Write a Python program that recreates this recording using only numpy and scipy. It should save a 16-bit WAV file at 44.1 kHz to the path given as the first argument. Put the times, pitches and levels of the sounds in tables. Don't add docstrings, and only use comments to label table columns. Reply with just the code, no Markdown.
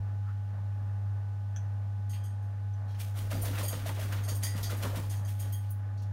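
import sys
import numpy as np
from scipy import signal
from scipy.fft import rfft, irfft
from scipy.io import wavfile

SR = 44100
rng = np.random.default_rng(int(sys.argv[2]) if len(sys.argv) > 2 else 0)


def put_to_file(sound):
    columns = np.atleast_2d(sound).T
    safe = np.clip(columns, -1, 1)
    whole_steps = np.round(safe * 32767)
    wavfile.write(sys.argv[1], SR, whole_steps.astype(np.int16))


N = 270059

EVENT_SIZE = 32768
LEAD_S = 0.15
AGE = np.arange(EVENT_SIZE) / SR

# frequency in Hz, relative level in dB per Hz.
FEATHER_COLOUR = [(500, 8), (1100, 0.5), (1900, 6), (3200, 6), (5000, 0), (8000, 1.5), (11000, 0),
                  (15500, -4.5)]


def from_db(db):
    return 10 ** (np.asarray(db) / 20)


def rms_one(x):
    return x / np.sqrt(np.mean(x ** 2) + 1e-20)


def unit_attack(x):
    return x / np.sqrt(np.mean(x[:SR // 30] ** 2) + 1e-20)


def add(out, s, sound):
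    start = int(s * SR)
    out[start:start + len(sound)] += sound[:N - start]


def noise():
    return rng.standard_normal(EVENT_SIZE)


def grains(spread_db):
    return noise() * from_db(spread_db * np.minimum(rng.exponential(1, EVENT_SIZE), 5))


def drift(rate, size):
    knots = rng.standard_normal(size // 20)
    return rms_one(np.interp(np.arange(size) * rate / SR, np.arange(len(knots)), knots))


def swell(peak_s, rise_s, fall_s):
    t = AGE - LEAD_S - peak_s
    return np.exp(np.minimum(t, 0) / rise_s - np.maximum(t, 0) / fall_s)


def octaves(size):
    return np.log2(np.maximum(np.arange(size // 2 + 1) * SR / size, 1))


def coloured(x, colour, tilt_db=0):
    hz, db = np.transpose(colour)
    pitch = octaves(len(x))
    tilt = tilt_db * np.clip(pitch - np.log2(hz[len(hz) // 2]), -2, 2)
    shape = np.interp(pitch, np.log2(hz), db) + tilt
    below = np.minimum(pitch - np.log2(hz[0]), 0)
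    return rms_one(irfft(rfft(x) * from_db(shape + 20 * below), len(x)))


def reach(hz, centre_hz, width):
    return 1 / (1 + (np.log2(hz / centre_hz) / width) ** 2)


def fluttering(x, depth_db, rate, count=7):
    spectrum, pitch, shared = rfft(x), octaves(len(x)), drift(rate, len(x))
    centres = np.log2(200) + np.arange(count)
    bands = [irfft(spectrum * np.interp(pitch, centres, band), len(x)) for band in np.eye(count)]
    out = bands[-1]
    for band in bands[:-1]:
        waver = (shared + drift(rate, len(x))) / np.sqrt(2)
        out = out + band * from_db(depth_db * waver)
    return out


def room_noise(uneven_db=2.2, changes_per_s=11):
    # frequency in Hz, relative level in dB per Hz.
    noise_colour = [(22, -27), (41, 7), (55, -1.5), (130, 5.5), (220, -0.5), (290, -3.5), (370, -11),
                    (580, -5), (1100, -10.5), (1570, -15), (1680, -10.5), (1860, -13.5), (2000, -19.5),
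                    (4500, -28.5), (8000, -31), (15500, -41)]
    hiss_colour = [(800, -22), (1250, 5), (1750, -4.5), (2300, -18), (6000, -37)]
    # peak time in seconds, level in dB.
    hiss_swells = [(0.291, -53), (0.799, -70), (0.929, -72), (1.071, -61), (1.361, -65)]
    level_db = -54
    steady = coloured(rng.standard_normal(N), noise_colour)
    out = from_db(level_db) * fluttering(steady, uneven_db, changes_per_s, count=5)
    for s, db in hiss_swells:
        hiss = coloured(noise(), hiss_colour) * swell(0, 0.025, 0.033)
        add(out, s - LEAD_S, from_db(db) * hiss)
    return out


def appliance(wander=0.19):
    # time in seconds, rms level in dB.
    hum = [(0.05, -32), (0.47, -34.5), (1.03, -32), (1.29, -34.5), (2.12, -32.5), (2.56, -35),
           (2.71, -32.5), (2.99, -34.5), (3.41, -32), (3.69, -33.5), (3.73, -35.5), (4.23, -31),
           (4.73, -33), (5.41, -32), (5.88, -34.5), (6.05, -33)]
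    # frequency in Hz, rms level in dB.
    motor_tones = [(199.6, -62.5), (699, -73), (834.4, -61.5), (1206.5, -74), (1498, -70)]
    hum_hz, waver_db, wavers_per_s = 99.9, 0.49, 13
    t = np.arange(N) / SR
    level_db = np.interp(t, *np.transpose(hum)) + waver_db * drift(wavers_per_s, N)
    out = from_db(level_db) * np.sin(2 * np.pi * hum_hz * t)
    for hz, db in motor_tones:
        out = out + from_db(db) * np.sin(2 * np.pi * hz * t + wander * drift(8.7, N))
    return np.sqrt(2) * out


def beak():
    # start in seconds, level in dB.
    clicks = [(1.562, -51.5), (2.736, -69.5)]
    # frequency in Hz, relative level in dB per Hz.
    beak_colour = [(900, -22), (1650, 0.5), (2100, -19), (2550, -5), (2880, -17), (3330, 0), (3800, -23),
                   (5200, -21), (5700, -2), (6100, 10), (6550, -9), (7300, -7), (8500, -20), (15500, -33)]
    decay_s = 0.011
    out = np.zeros(N)
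    for s, db in clicks:
        tick = coloured(noise(), beak_colour) * np.exp(-AGE / decay_s)
        add(out, s, from_db(db) * unit_attack(tick))
    return out


def cage_ring(slips, damping, frame_db, frame_t60_s=0.32):
    # frequency in Hz, relative level in dB, t60 in seconds before the grip damps it.
    bar_modes = [(1930, 4, 0.7), (3220, -2, 0.36), (4630, -7, 0.33), (6540, -2, 0.32), (8810, -4.5, 0.56),
                 (11300, -4, 0.21), (14000, -6, 0.13)]
    bar_spread = 0.042
    frame = noise()
    spectrum, force, bins_hz = rfft(frame), rfft(slips), 2 ** octaves(EVENT_SIZE)
    parts = [(frame, frame_db, frame_t60_s)]
    for hz, db, t60 in bar_modes:
        cluster = 1 / (1 + abs((bins_hz / hz - 1) / bar_spread) ** 3)
        parts.append((irfft(spectrum * cluster), db, t60))
    out = np.zeros(EVENT_SIZE)
    for part, db, t60 in parts:
        response = part * from_db(-(60 / t60 + damping) * AGE)
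        out += from_db(db) * unit_attack(irfft(force * rfft(response)))
    return out


def contact(length, bright_hz, width, damping, frame_db, judder_db=7):
    strike_s = 0.00046
    slips = grains(spread_db=5.0) * from_db(judder_db * drift(415, EVENT_SIZE)) * np.exp(-AGE / length)
    slips[0] += np.sqrt(strike_s / length * np.sum(slips ** 2))
    spectrum = rfft(cage_ring(slips, damping, frame_db))
    ringing = irfft(spectrum * reach(2 ** octaves(EVENT_SIZE), bright_hz, width))
    return unit_attack(ringing[:EVENT_SIZE // 2])


def clear_ring(length, bright_hz, width):
    # frequency in Hz, relative level in dB, t60 in seconds
    clear_modes = [(1925, -4, .5), (1969, 3, .9), (3215, -5, .5), (4696, -4, .5), (4818, 0, .8),
                   (6578, -8, .35), (6782, -4, .4), (8650, -5, .25), (8903, -5, .27)]
    tones = np.zeros(EVENT_SIZE)
    for hz, db, t60 in clear_modes:
        level = reach(hz, bright_hz, width) * from_db(db - 60 * AGE / t60)
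        tones += level * np.sin(2 * np.pi * (hz * AGE + rng.random()))
    return unit_attack(tones) * (1 - np.exp(-AGE / length))


def bars():
    # start in seconds, level in dB, scrape decay time in seconds,
    # brightest frequency in Hz, relative clatter of the frame in dB.
    scrapes = [ (2.094, -53.5, 0.018, 8300, 5), (2.133, -57, 0.02, 2550, 26),
               (2.237, -57.5, 0.0051, 8700, 1), (2.423, -73.5, 0.02, 8950, 4),
               (2.878, -65.5, 0.044, 4000, 25), (3.334, -63, 0.031, 8000, 6),
               (3.626, -43.5, 0.025, 12600, 1), (4.221, -50.5, 0.031, 7900, 8),
               (4.279, -42, 0.0049, 6750, 11), (4.432, -36.5, 0.023, 9600, 1),
               (4.63, -41.5, 0.011, 5640, 11), (4.766, -51.5, .02, 12000, 12),
               (5.095, -48.5, 0.025, 7600, 13), (5.248, -55, 0.0041, 7040, 0),
               (5.28, -56.5, 0.027, 13000, 9), (5.394, -47.5, 0.0058, 9500, 5),
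               (5.524, -46, 0.0086, 13800, 1)]
    # start in seconds, level in dB before the
    # clatter's trim, brightest frequency in Hz.
    plucks = [(2.139, -61.5, 3180), (2.146, -72, 4700), (2.247, -68, 3200), (2.25, -70, 8800),
              (3.335, -61, 4800), (3.629, -47.5, 9100), (3.648, -55.5, 4750), (4.283, -58, 4800),
              (4.348, -52, 8650), (4.438, -47, 5470), (4.44, -55, 1950), (4.632, -57, 4860),
              (5.41, -66, 3200), (5.53, -60, 3180)]
    # start in seconds, level in dB,
    # pitch in Hz, width in octaves.
    squeaks = [(3.415, -45, 9350, 0.022), (3.417, -41.5, 13000, 1), (4.348, -48, 12000, .8),
               (4.628, -48, 11700, .12), (5.697, -51.5, 13000, 0.48), (5.70, -59.5, 9850, .05),
               (5.974, -65.5, 5070, 0.41), (6.016, -63.5, 5500, 0.75)]
    scrape_width_octaves, grip_db_per_s = 0.91, 81
    pluck_s, pluck_width_octaves, free_db_per_s = 0.0067, 0.088, 40
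    pluck_clatter_db, pluck_frame_db = -1.5, -12
    squeak_s, held_db_per_s, held_frame_db = 0.016, 596, 38
    clatter, tones = np.zeros(N), np.zeros(N)
    for s, db, length, bright_hz, frame_db in scrapes:
        scrape = contact(length, bright_hz, scrape_width_octaves, grip_db_per_s, frame_db)
        add(clatter, s, from_db(db) * scrape)
    for s, db, bright_hz in plucks:
        slip = contact(pluck_s, bright_hz, pluck_width_octaves, free_db_per_s, pluck_frame_db)
        add(clatter, s, from_db(db + pluck_clatter_db) * slip)
        singing = clear_ring(pluck_s, bright_hz, pluck_width_octaves)
        add(tones, s, from_db(db - free_db_per_s * AGE) * singing)
    for s, db, pitch_hz, width in squeaks:
        squeak = contact(squeak_s, pitch_hz, width, held_db_per_s, held_frame_db)
        add(clatter, s, from_db(db) * squeak)
    return clatter, tones


def wing_touches():
    # start in seconds, level in dB, pitch in Hz.
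    slaps = [(3.328, -47, 182), (3.352, -49.5, 666), (3.382, -54, 348), (3.49, -49, 505), (3.609, -49, 990),
             (3.628, -44.5, 535), (3.738, -49, 204), (3.857, -43.5, 586), (3.892, -47.5, 945),
             (3.985, -46, 603), (4.551, -42, 185), (4.695, -51.5, 1400), (4.835, -49, 192),
             (4.842, -44, 545), (4.848, -53, 1130), (4.930, -47.5, 576), (4.969, -44, 199)]
    # start in seconds, level in dB.
    quill_cracks = [(3.611, -62), (3.891, -48), (4.028, -52.5), (4.124, -49.5), (5.138, -56)]
    # peak time in seconds, level in dB.
    brushes = [(3.553, -41.5), (3.586, -50), (3.792, -52.5), (3.962, -52), (4.127, -42)]
    # frequency in Hz, relative level in dB per Hz.
    brush_colour = [(400, -3), (1400, 6.5), (3300, 1), (5000, -6), (15500, -8)]
    slap_rise_s, slap_fall_s, slap_width_octaves = 0.0013, 0.009, 0.2
    crack_fall_s, brush_rise_s, brush_fall_s = 0.0063, 0.014, 0.062
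    out = np.zeros(N)
    for s, db, pitch_hz in slaps:
        thud = irfft(rfft(noise()) * reach(2 ** octaves(EVENT_SIZE), pitch_hz, slap_width_octaves))
        envelope = np.exp(-AGE / slap_fall_s) * (1 - np.exp(-AGE / slap_rise_s))
        add(out, s, from_db(db) * unit_attack(thud * envelope))
    for s, db in quill_cracks:
        crack = coloured(noise(), brush_colour) * np.exp(-AGE / crack_fall_s)
        add(out, s, from_db(db) * unit_attack(crack))
    for s, db in brushes:
        brush = coloured(fluttering(grains(spread_db=2.0), depth_db=2.0, rate=111), brush_colour)
        add(out, s - LEAD_S, from_db(db) * brush * swell(0, brush_rise_s, brush_fall_s))
    return out


def folding(clump_db=3.5, clumps_per_s=90, edge_s=0.021):
    start_s, end_s, level_db = 5.27, 5.70, -65.5
    out = np.zeros(N)
    crackle = coloured(fluttering(grains(spread_db=5.5), clump_db, clumps_per_s), FEATHER_COLOUR)
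    hold = (1 - np.exp(-AGE / edge_s)) * np.exp(-np.maximum(AGE - (end_s - start_s), 0) / edge_s)
    add(out, start_s, from_db(level_db) * crackle * hold)
    return out


def rustle(tilt_db, flick_db=2.0, slide_db=-8.5, upstroke_db=-15):
    stroke = swell(0.0037, 0.0093, 0.032)
    slide = from_db(slide_db) * swell(0.012, 0.019, 0.096)
    upstroke = from_db(upstroke_db) * swell(0.085, 0.026, 0.03)
    flicks = from_db(flick_db * drift(272.0, EVENT_SIZE))
    feathers = coloured(grains(spread_db=2.5) * flicks, FEATHER_COLOUR, tilt_db)
    return feathers * np.sqrt(stroke ** 2 + slide ** 2 + upstroke ** 2)


def whoosh(eddy_db=1.5, glide_octaves=0.3, gust_db=3.5, gusts_per_s=70):
    # frequency in Hz, relative level in dB per Hz.
    whoosh_colour = [(200, 0), (400, -2), (600, 8.5), (790, -5.5), (1050, 1.5), (2000, -7), (5000, -53)]
    eddies = noise() * from_db(eddy_db * drift(135.0, EVENT_SIZE))
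    speed = 2 ** (-glide_octaves * np.tanh((AGE - LEAD_S) / 0.05))
    gliding = np.interp(np.cumsum(speed), np.arange(EVENT_SIZE), coloured(eddies, whoosh_colour))
    return rms_one(fluttering(gliding, gust_db, gusts_per_s)) * swell(0, 0.053, 0.056)


def wings():
    # time in seconds, feather rustle in dB, whoosh of air in dB, slow puff of air in dB.
    wingbeats = [ (3.001, -44, -62, -74), (3.168, -45.5, -51.5, -46), (3.313, -43.5, -46, -41),
                 (3.452, -40.5, -45, -42), (3.586, -40, -44.5, -53), (3.725, -42, -45.5, -46.5),
                 (3.864, -41.5, -46, -66), (3.999, -42, -47, -44), (4.120, -69, -46, -51),
                 (4.284, -48, -49, -46.5), (4.432, -40.5, -56.5, -50.5), (4.565, -45, -47.5, -43.5),
                 (4.702, -42.5, -46.5, -50), (4.826, -40.5, -39.5, -43), (4.958, -43, -45.5, -47),
                 (5.109, -50, -63, -66), (5.284, -50, -81, -59), (5.401, -49.5, -88, -50.5)]
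    # frequency in Hz, relative level in dB per Hz.
    push_colour = [(20, -32), (31, 1), (40, -1), (55, -5), (130, -9), (280, -13), (700, -35)]
    wake_colour = [(70, -10), (125, 6.5), (200, 3), (280, 0), (420, -2.5), (900, -28)]
    usual_whoosh_db = -47
    rustle_tilt_db, rustle_dulling = 1, 0.069
    wake_db, wake_follows = -48.5, 1.08
    whoosh_delay_s = 0.017
    out = np.zeros(N)
    for s, rustle_db, whoosh_db, push_db in wingbeats:
        effort_db = whoosh_db - usual_whoosh_db
        feathers = from_db(rustle_db) * rustle(rustle_tilt_db - rustle_dulling * effort_db)
        push = coloured(noise(), push_colour) * swell(0.04, 0.025, 0.11)
        wake = coloured(noise(), wake_colour) * swell(0.012, 0.012, 0.026)
        air = from_db(whoosh_db) * whoosh() + from_db(wake_db + wake_follows * effort_db) * wake
        add(out, s - LEAD_S, feathers + from_db(push_db) * push)
        add(out, s + whoosh_delay_s - LEAD_S, air)
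    return out


def room(x, wet_db=-7.0, wall_hz=11000):
    t60_s = 0.22
    tail = noise() * from_db(-60 * AGE / t60_s) * (AGE > 0.004)
    tail = tail / np.sqrt(np.sum(tail ** 2))
    dull = np.exp(-2 * np.pi * wall_hz / SR)
    tail = signal.lfilter([1 - dull], [1, -dull], tail)
    return x + from_db(wet_db) * signal.fftconvolve(x, tail)[:N]


def scene():
    steady = room_noise() + appliance()
    clatter, tones = bars()
    bird = wings() + wing_touches() + folding() + clatter + beak()
    return (room(bird) + tones + steady)[None]


def record(dry):
    # frequency in Hz, depth in dB, width in octaves.
    mic_dips = [(7730, -5, 0.094), (10500, -5, 0.036)]
    low_hz, cutoff_hz, fade_s = 31.3, 15720, 0.003
    dips_db = sum(db * reach(2 ** octaves(N), hz, width) for hz, db, width in mic_dips)
    dipped = irfft(rfft(dry) * from_db(dips_db), N)
    heard = signal.sosfilt(signal.butter(4, low_hz, "high", fs=SR, output="sos"), dipped)
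    to_nearest_end = np.minimum(np.arange(N), np.arange(N)[::-1])
    fade = np.minimum(to_nearest_end / (fade_s * SR), 1)
    return signal.sosfilt(signal.ellip(12, 0.1, 90, cutoff_hz, fs=SR, output="sos"), heard * fade)


dry = scene()
out = record(dry)
put_to_file(out)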